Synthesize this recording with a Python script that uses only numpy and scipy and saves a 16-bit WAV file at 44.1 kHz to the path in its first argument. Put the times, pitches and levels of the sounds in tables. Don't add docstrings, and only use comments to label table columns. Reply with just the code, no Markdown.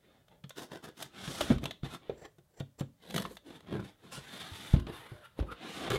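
import sys
import numpy as np
from scipy import signal
from scipy.fft import rfft, irfft, next_fast_len
from scipy.io import wavfile
from scipy.ndimage import map_coordinates

SR = 44100
rng = np.random.default_rng(int(sys.argv[2]) if len(sys.argv) > 2 else 0)


def pcm_store(signal):
    levels = np.round(np.clip(np.atleast_2d(signal), -1, 1) * 32767)
    wavfile.write(sys.argv[1], SR, levels.astype(np.int16).T)


N = 263718

# start_s, hold_s, scrape_db, drum_db, hiss_db
SAW_STROKES = [(0.579, 0.015, -50, 3, -5.5), (0.619, 0.015, -54, 6.5, -2.5),
               (0.72, 0.033, -52.5, 6.5, -10.5), (0.843, 0.0087, -53.5, 4.5, -5),
               (0.872, 0.011, -58, 8, -17), (0.979, .01, -58, -3.5, -4), (1.005, 0.029, -52, 3.5, -3.5)]
# start_s, hold_s, attack_s, release_s, scrape_db, drum_db, hiss_db
SLIT_STROKES = [(3.025, .06, 0.051, .06, -65.5, -3, -11), (3.16, 0.029, .115, .125, -47, 8.5, -5),
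                (3.3, 0.064, 0.032, .025, -69.5, 8, 4.5)]
# start_s, hold_s, attack_s, release_s, scrape_db, drum_db, hiss_db
SCRATCH_STROKES = [(2.19, 0.047, 0.063, 0.073, -64, 10, -6), (2.246, 0.0082, .025, 0.026, -53.5, 0, -15),
                   (2.595, 0.0058, 0.082, 0.023, -65.5, 7, -2),
                   (2.793, 0.0037, 0.01, 0.025, -56.5, 7.5, 2.5)]
# start_s, hold_s, attack_s, release_s, scrape_db, drum_db, hiss_db
SLIDE_STROKES = [(1.18, .35, .07, .065, -49, 2.5, -3.5), (5.63, 0.2575, .1, .03, -48, 1.5, -10.5)]
# start_s, hold_s, attack_s, release_s, scrape_db, drum_db, hiss_db
JUDDER_STROKES = [(5.903, 0.049, .007, .07, -38, 6.5, -12)]
# start_s, hold_s, attack_s, release_s, scrape_db, drum_db, hiss_db
LIFT_STROKES = [(3.715, 0.0594, .08, .085, -50, 13.5, -21.5)]
# start_s, hold_s, attack_s, release_s, scrape_db, drum_db, hiss_db
RIP_STROKES = [(4.123, .042, .014, .075, -50.5, -0.5, -1.5)]
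# start_s, hold_s, attack_s, release_s, scrape_db, drum_db, hiss_db
RUB_STROKES = [(0.04, .13, 0.12, 0.15, -73, 3.5, -18), (0.32, 0.027, 0.074, 0.094, -74, 10.5, -17),
               (1.62, 0.06, .025, 0.088, -63, 15, -6), (1.845, 0.018, 0.017, 0.074, -51, 4.5, -13),
               (1.938, 0.011, .08, 0.032, -48.5, 2, -7.5), (2.02, 0.1, 0.047, 0.095, -66, 4.5, -26),
               (3.47, .095, .04, .08, -61, 7.5, -9), (3.845, 0.044, .07, 0.067, -59, 1.5, -9.5),
               (4.045, 0.077, .085, 0.044, -66.5, 7, -8), (4.35, .1, .3, .25, -49.5, -6, -9),
               (4.56, 0.18, .14, 0.045, -51, -4, -6.5)]
# start_s, hold_s, attack_s, release_s, scrape_db, drum_db, hiss_db
FOLD_STROKES = [(4.77, 0.024, 0.018, .11, -55.5, 5.5, -17.5), (4.885, .015, .03, 0.057, -53, 9, -15),
                (4.935, 0.02, .04, 0.35, -50.5, -5, -11.5), (5.252, 0.0077, 0.044, 0.032, -57.5, -18, -12),
                (5.388, .005, 0.028, 0.055, -57.5, 6, -9), (5.47, 0.024, 0.047, 0.057, -65.5, 16.5, -11),
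                (5.521, 0.0057, .03, 0.036, -49.5, 3.5, -16.5)]
# start_s, level_db, push_hz, push_cycles, ring_db, clatter_db, crack_db
BLOWS = [(0.44, -49.5, 180, .59, 11.5, -4.5, -42.5), (1.277, -35, 146, .53, -6.5, -7, -35),
         (1.408, -22, 596, 1.55, -10, -12.5, -24), (1.502, -14, 241.6, 1.18, -6.5, -7.5, -30),
         (1.509, -24.5, 138.5, .6, -3.5, -11, -55), (1.562, -25, 99, 0.16, -8, -26, -59.5),
         (1.633, -31, 250, 0.3, 8, -19, -40), (1.833, -29.5, 145, 0.28, -1, -19.5, -43),
         (2.096, -25.5, 443, 0.56, 7, -9, -47), (2.384, -59, 168, 0.62, 3, 1.5, -62),
         (2.605, -35.5, 169, 0.21, 10, -4, -41), (2.809, -30, 197, .35, 7.5, -4, -43.5),
         (3.18, -39, 198, 0.6, 2, -9, -28), (3.252, -30, 1085, 1.2, -4, -10.5, -36),
         (3.31, -42, 444, 0.96, -12, -5, -62), (3.504, -45, 262, 0.89, -8, -3.5, -47),
         (3.76, -36.5, 107, 0.96, -8, -18, -68), (4.176, -40, 136, 0.73, -14, -3, -58),
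         (4.516, -45, 83, 0.63, 3.5, -13, -64), (4.738, -8.5, 116, 0.33, -29, -21, -37),
         (4.762, -28, 226, 0.53, 10.5, -19, -38.5), (4.868, -36.5, 234, .48, 2, -6, -38),
         (4.895, -33.5, 165, 0.33, -18, -13, -55), (5.116, -39.5, 112, 0.74, -10, -10, -61),
         (5.391, -25, 376, 0.36, 0, -13, -42), (5.406, -24.5, 67.4, 0.42, -26, -16, -56),
         (5.426, -28.5, 201, 0.14, -3.5, -10, -48.5)]
# start_s, level_db, relative_treble_db
FRACTURES = [(0.282, -52.5, -16), (0.4942, -50, 7.5), (0.5053, -37, -20), (0.8862, -56, 5),
             (1.0248, -30.5, -3), (1.407, -27.5, -6), (1.4114, -20.5, -11.5), (1.4184, -33, -9.5),
             (1.5818, -38, -16), (1.6387, -31, -8.5), (1.6554, -24, -16), (1.7086, -28.5, -16.5),
             (2.2506, -47.5, -13), (2.383, -63, 1), (2.5995, -39, -8.5), (2.796, -40, -7),
             (2.8065, -42, -4), (3.1065, -36, -9), (3.1416, -32.5, -12), (3.1615, -27.5, -3),
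             (3.1795, -29.5, -5), (3.2201, -41, -1), (3.3687, -37.5, -14), (3.6056, -48, -13),
             (3.801, -50, -4), (4.7978, -42.5, -8.5), (5.3988, -36.5, -33), (5.902, -31, -6)]
# peak_s, level_db, pitch_hz, half_length_s
EDGE_SQUEAKS = [(5.027, -65, 1870, .04), (5.186, -60.5, 593, 0.062), (5.251, -55, 1401, 0.018),
                (5.496, -49, 1300, 0.017), (5.526, -46.5, 1313, 0.0086)]

# frequency_hz, density_db
SAW_SPECTRUM = [(41, -48), (70, -21), (124, -4.5), (208, -5.5), (422, -3.5), (554, -13.5), (1250, -14.5),
                (1440, -10.5), (2020, -14.5), (2220, -20), (3650, -15.5), (4190, -19.5), (10600, -22),
                (14000, -27), (16000, -31.5)]
# frequency_hz, density_db
SLIT_SPECTRUM = [(41, -46), (70, -13), (124, -6), (208, 4), (268, -5.5), (336, -6.5), (744, -16.5),
                 (1050, -14), (1200, -23), (1650, -11.5), (2540, -20.5), (3910, -14), (5020, -23),
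                 (12200, -19), (16000, -36.5)]
# frequency_hz, density_db
SCRATCH_SPECTRUM = [(100, -11), (300, -6.5), (700, -7), (1000, -23), (2000, -25.5), (4500, -31.5),
                    (8000, -36.5), (11000, -35), (16000, -35.5)]
# frequency_hz, density_db
SLIDE_SPECTRUM = [(41, -26), (70, -12), (145, -3.5), (186, 0), (300, 1), (328, -1.5), (506, -9.5),
                  (727, -9), (955, -17.5), (1200, -12), (2540, -15), (3740, -16), (4800, -27.5),
                  (10900, -33.5), (16000, -49)]
# frequency_hz, density_db
JUDDER_SPECTRUM = [(70, -7.5), (140, -2.5), (220, -8.5), (420, 2), (620, -15), (900, -19), (1130, -7.5),
                   (1600, -17), (2600, -19), (3500, -15.5), (5500, -34), (11000, -34), (16000, -48)]
# frequency_hz, density_db
LIFT_SPECTRUM = [(35, -34), (60, -11), (142, -6), (287, -9), (437, -10.5), (480, -21.5), (767, -24),
                 (2840, -39), (3340, -34), (5090, -48.5), (11000, -39), (16000, -58)]
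# frequency_hz, density_db
RIP_SPECTRUM = [(200, -7), (700, -7), (1400, -5), (2500, -1), (6500, -12), (9000, -10.5), (11500, -19),
                (16000, -29)]
# frequency_hz, density_db
RUB_SPECTRUM = [(41, -54), (70, 3.5), (159, 12), (204, 10), (280, 10), (321, 7.5), (635, -1), (834, -3),
                (977, -7.5), (1980, -7), (2780, -12), (3570, -7.5), (5020, -21.5), (11100, -22),
                (16000, -38)]
# frequency_hz, density_db
FOLD_SPECTRUM = [(59, -28), (100, 9), (239, 1), (350, 2.5), (415, -2), (461, 5), (558, -6), (1830, -12),
                 (2170, -16.5), (3540, -16.5), (5770, -28.5), (10900, -16), (16000, -32.5)]
# frequency_hz, density_db
CRACK_SPECTRUM = [(88, -43.5), (150, -8), (406, 9.5), (624, 10.5), (805, -12), (1190, -7.5), (1360, -11),
                  (2500, -15.5), (3490, -10.5), (4860, -24), (6390, -19.5), (14500, -25), (16000, -44)]
# frequency_hz, density_db
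CLATTER_SPECTRUM = [(150, -22.5), (330, 8.5), (650, 0.5), (1100, -14), (2500, -18), (6000, -60.5)]
# frequency_hz, density_db
HUSH_SPECTRUM = [(15, -44), (25, -6), (145, 1.5), (354, -28.5), (591, -7), (695, -18), (1740, -23.5),
                 (2550, -29), (3430, -27.5), (16000, -28.5)]

# centre_hz, width_hz, gain_db
FLUTE_PEAKS = [(465, 90, -2), (1284, 64, -17.5), (1690, 150, -8), (3080, 570, -2.5), (3590, 180, 1.5)]
# centre_hz, width_hz, gain_db
STEEL_PEAKS = [(460, 92, 5.6), (1830, 200, 12.5), (4440, 40, 11), (5130, 48, 8.8), (5910, 98, 14.5),
               (7400, 160, 17), (7520, 240, 20)]
# centre_hz, width_hz, gain_db
BOX_PEAKS = [(135, 39, 4), (200, 22, 9.5), (397, 85, -3), (1090, 110, -22), (3420, 630, -8)]
# pitch_hz, level_db, t60_s
PANEL_MODES = [(101.8, 5.5, 0.22), (135.6, 10.5, 0.19), (181, -7.5, 0.14), (230.6, -6, 0.33),
               (276, -1, 0.31), (327, -8.5, 0.21), (395, -14.5, .14), (459, -4.5, 0.069), (550, -8.5, .13),
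               (598, -5.5, .13), (784, -7.5, 0.094)]
# pitch_hz, level_db, t60_s
TABLE_MODES = [(56, 3.5, 0.26), (62, -8.5, 0.14), (79.6, 9, 0.17)]
# frequency_hz, t60_s
ROOM_DECAY = [(200, 0.35), (700, 0.21), (2300, 0.27), (3600, 0.31), (6000, 0.26), (12000, 0.087)]
# frequency_hz, gain_db
ROOM_COLOUR = [(80, -10), (350, -0.5), (4000, -3.5), (12000, 2)]


def amp(db):
    return 10 ** (np.asarray(db) / 20)


def unit(x):
    return x / np.sqrt(np.mean(x ** 2) + 1e-20)


def along(points, hz):
    knots_hz, values = np.transpose(points)
    return np.interp(np.log(hz + 1), np.log(knots_hz + 1), values)


def filtered(x, response):
    size = next_fast_len(len(x) + 8192)
    return irfft(rfft(x, size) * response(np.fft.rfftfreq(size, 1 / SR)), size)[:len(x)]


def add(track, start_s, sound):
    start = max(round(start_s * SR), 0)
    part = track[start:start + len(sound)]
    part += sound[:len(part)]


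def registers(hz):
    low = 1 / (1 + (hz / 900) ** 8)
    high = 1 - 1 / (1 + (hz / 5000) ** 12)
    return np.sqrt([low, np.abs(1 - low - high), high])


def resonant(peaks, hz):
    power = sum(amp(db) ** 2 / (1 + (2 * (hz - centre) / width) ** 2) for centre, width, db in peaks)
    return np.sqrt(1 + power)


def wobble(size, rate_hz):
    knots = rng.standard_normal(int(size * rate_hz / SR) + 4)
    return map_coordinates(knots, [np.arange(size) * rate_hz / SR])


def coloured_noise(size, spectrum):
    return unit(filtered(rng.standard_normal(size), lambda hz: amp(along(spectrum, hz))))


def hush():
    return amp(-71.5) * coloured_noise(N, HUSH_SPECTRUM)


def room(x):
    hz, t, noise = signal.stft(rng.standard_normal(SR // 2), SR, nperseg=256)
    decay = amp(-60 * t / along(ROOM_DECAY, hz)[:, None])
    tail = signal.istft(noise * decay, SR, nperseg=256)[1]
    tail = filtered(tail / np.linalg.norm(tail), lambda hz: amp(along(ROOM_COLOUR, hz)))
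    delayed = np.pad(x, (SR // 250, 0))
    return signal.fftconvolve(delayed, tail)[:N]


def squeaks():
    out, t = np.zeros(N), np.arange(-SR // 8, SR // 8) / SR
    for peak_s, level_db, pitch_hz, half_length_s in EDGE_SQUEAKS:
        phase = 2 * np.pi * np.cumsum(pitch_hz * (1 + 0.055 * wobble(len(t), rate_hz=400))) / SR
        swell = np.exp(-(t / half_length_s) ** 2) * amp(level_db + 3 * wobble(len(t), rate_hz=154.4))
        add(out, peak_s + t[0], swell * unit(np.sin(phase) + amp(-17) * np.sin(2 * phase)))
    return out


def slips(size, slip_hz, scatter_db, smooth_db):
    catches = (rng.random(size) < slip_hz / SR) * rng.choice([-1, 1], size)
    sizes = amp(scatter_db * np.clip(rng.standard_normal(size), -2, 2))
    return unit(unit(catches * sizes) + amp(smooth_db) * rng.standard_normal(size))


def standing_waves(x, ripple_db):
    hz, _, spectra = signal.stft(x, SR, nperseg=1024)
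    smoothing = np.outer(np.hanning(6), np.hanning(12))
    coupling = unit(signal.fftconvolve(rng.standard_normal(spectra.shape), smoothing, "same"))
    depth_db = ripple_db / np.sqrt(1 + (hz / 3500) ** 2)
    return signal.istft(spectra * amp(depth_db[:, None] * coupling), nperseg=1024)[1][:len(x)]


def crack(treble_db, rise_s, t60_s):
    t = np.arange(SR // 6) / SR
    fibres = standing_waves(slips(len(t), slip_hz=4300, scatter_db=7.5, smooth_db=1), ripple_db=4)
    body, treble = [unit(filtered(fibres, lambda hz: amp(along(CRACK_SPECTRUM, hz)) * registers(hz)[k]))
                    for k in (1, 2)]
    flutes = unit(filtered(fibres, lambda hz: 1 / (1 + ((hz - 3480) / 380) ** 2)))
    burst = (body + amp(treble_db) * treble) * amp(-60 * t / t60_s)
    return (burst + amp(-25 - 60 * t / 0.18) * flutes) * (1 - np.exp(-t / rise_s))


def snaps():
    out = np.zeros(N)
    for start_s, level_db, treble_db in FRACTURES:
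        add(out, start_s, amp(level_db) * crack(treble_db, rise_s=0.0011, t60_s=0.022))
    return out


def knocks():
    out, t = np.zeros(N), np.arange(SR // 3) / SR
    heavy_push_hz, crack_lead_s = 120, 0.001504
    panels = sum(amp(db - 60 * t / t60) * np.cos(2 * np.pi * hz * t) * 2 * np.log(1000) / (t60 * SR)
                 for hz, db, t60 in PANEL_MODES)
    table = sum(amp(db - 60 * t / t60) * np.sin(2 * np.pi * hz * t) for hz, db, t60 in TABLE_MODES)
    for start_s, level_db, push_hz, push_cycles, ring_db, clatter_db, crack_db in BLOWS:
        progress = t * push_hz / push_cycles
        push = -progress * np.exp(1 - progress) * np.sin(2 * np.pi * push_hz * t)
        ring = amp(ring_db) * signal.fftconvolve(push, panels)[:len(t)]
        flaps = coloured_noise(len(t), CLATTER_SPECTRUM)
        clatter = amp(clatter_db - 60 * t / 0.085) * flaps * (1 - np.exp(-t / 0.0014))
        octaves_above = max(np.log2(push_hz / heavy_push_hz), 0)
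        thud_db = -16.5 - 3 * octaves_above - max(ring_db, 0)
        thud = amp(thud_db) * table * (1 - np.exp(-t / 0.0076))
        add(out, start_s, amp(level_db) * (push + ring + clatter - thud))
        add(out, start_s - crack_lead_s, amp(crack_db) * crack(treble_db=-24, rise_s=0.002, t60_s=0.039))
    return out


def friction(strokes, spectrum, peaks, slip_hz, scatter_db, smooth_db, grip_db, grip_hz, ripple_db,
             gain_db_per_s=0, drum_db_per_s=0, arch_db=0):
    out = np.zeros(N)
    ramp_db, lift_off_db = 20, 27
    reach = lift_off_db / ramp_db
    for start_s, hold_s, attack_s, release_s, scrape_db, drum_db, hiss_db in strokes:
        t = np.arange(max(-reach * attack_s, -start_s), hold_s + reach * release_s, 1 / SR)
        away = np.maximum(-t / attack_s, 0) + np.maximum((t - hold_s) / release_s, 0)
        past_middle_s = np.clip(t, 0, hold_s) - hold_s / 2
        effort_db = gain_db_per_s * past_middle_s - ramp_db * away
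        contact = np.clip((reach - away) / .2, 0, 1)
        force = standing_waves(slips(len(t), slip_hz, scatter_db, smooth_db), ripple_db)
        force *= amp(grip_db * wobble(len(t), grip_hz))
        low_db = drum_db + effort_db + drum_db_per_s * past_middle_s
        speed_db = arch_db * (np.cos(np.pi * past_middle_s / hold_s) - 2 / np.pi)
        high_db = hiss_db + 1.16 * effort_db + speed_db
        for k, band_db in enumerate([low_db, effort_db, high_db]):
            band = filtered(force,
                            lambda hz: amp(along(spectrum, hz)) * resonant(peaks, hz) * registers(hz)[k])
            add(out, start_s + t[0], unit(band) * contact * amp(scrape_db + band_db))
    return out


def cardboard():
    slide = friction(SLIDE_STROKES, SLIDE_SPECTRUM, FLUTE_PEAKS, slip_hz=4000, scatter_db=1,
                     smooth_db=-0.5, grip_db=1.07, grip_hz=60, ripple_db=2.66,
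                     gain_db_per_s=13, drum_db_per_s=19, arch_db=9.5)
    judder = friction(JUDDER_STROKES, JUDDER_SPECTRUM, BOX_PEAKS, slip_hz=700, scatter_db=-0.5,
                      smooth_db=0, grip_db=1.5, grip_hz=204, ripple_db=3.5)
    lift = friction(LIFT_STROKES, LIFT_SPECTRUM, BOX_PEAKS, slip_hz=480, scatter_db=0.5,
                    smooth_db=-1.5, grip_db=2.9, grip_hz=270, ripple_db=3.5, drum_db_per_s=94)
    rip = friction(RIP_STROKES, RIP_SPECTRUM, FLUTE_PEAKS, slip_hz=1500, scatter_db=3.5,
                   smooth_db=-1.5, grip_db=0, grip_hz=290, ripple_db=4)
    rub = friction(RUB_STROKES, RUB_SPECTRUM, FLUTE_PEAKS, slip_hz=2000, scatter_db=-1,
                   smooth_db=0, grip_db=1.36, grip_hz=73, ripple_db=3.5)
    fold = friction(FOLD_STROKES, FOLD_SPECTRUM, FLUTE_PEAKS, slip_hz=2000, scatter_db=2,
                    smooth_db=3, grip_db=1.1, grip_hz=75, ripple_db=3.5)
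    return slide + judder + lift + rip + rub + fold


def knife():
    attack_s, release_s = .026, .056
    strokes = [(start_s, hold_s, attack_s, release_s, *dbs) for start_s, hold_s, *dbs in SAW_STROKES]
    saw = friction(strokes, SAW_SPECTRUM, FLUTE_PEAKS, slip_hz=1800, scatter_db=-0.5,
                   smooth_db=1.5, grip_db=2.8, grip_hz=260, ripple_db=3)
    slit = friction(SLIT_STROKES, SLIT_SPECTRUM, FLUTE_PEAKS, slip_hz=2000, scatter_db=2,
                    smooth_db=1.5, grip_db=3.5, grip_hz=230, ripple_db=4)
    scratch = friction(SCRATCH_STROKES, SCRATCH_SPECTRUM, STEEL_PEAKS, slip_hz=2500, scatter_db=-0.5,
                       smooth_db=1.5, grip_db=3.1, grip_hz=95.2, ripple_db=3)
    return saw + slit + scratch


def scene():
    direct = knife() + cardboard() + squeaks() + knocks() + snaps()
    return (direct + hush() + amp(-13) * room(direct))[None]


def record(dry):
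    bass_hz, top_hz = 32., 15850
    return np.array([filtered(x, lambda hz: (hz < top_hz) * hz ** 3 / np.sqrt(hz ** 6 + bass_hz ** 6))
                     for x in dry])


dry = scene()
out = record(dry)
pcm_store(out)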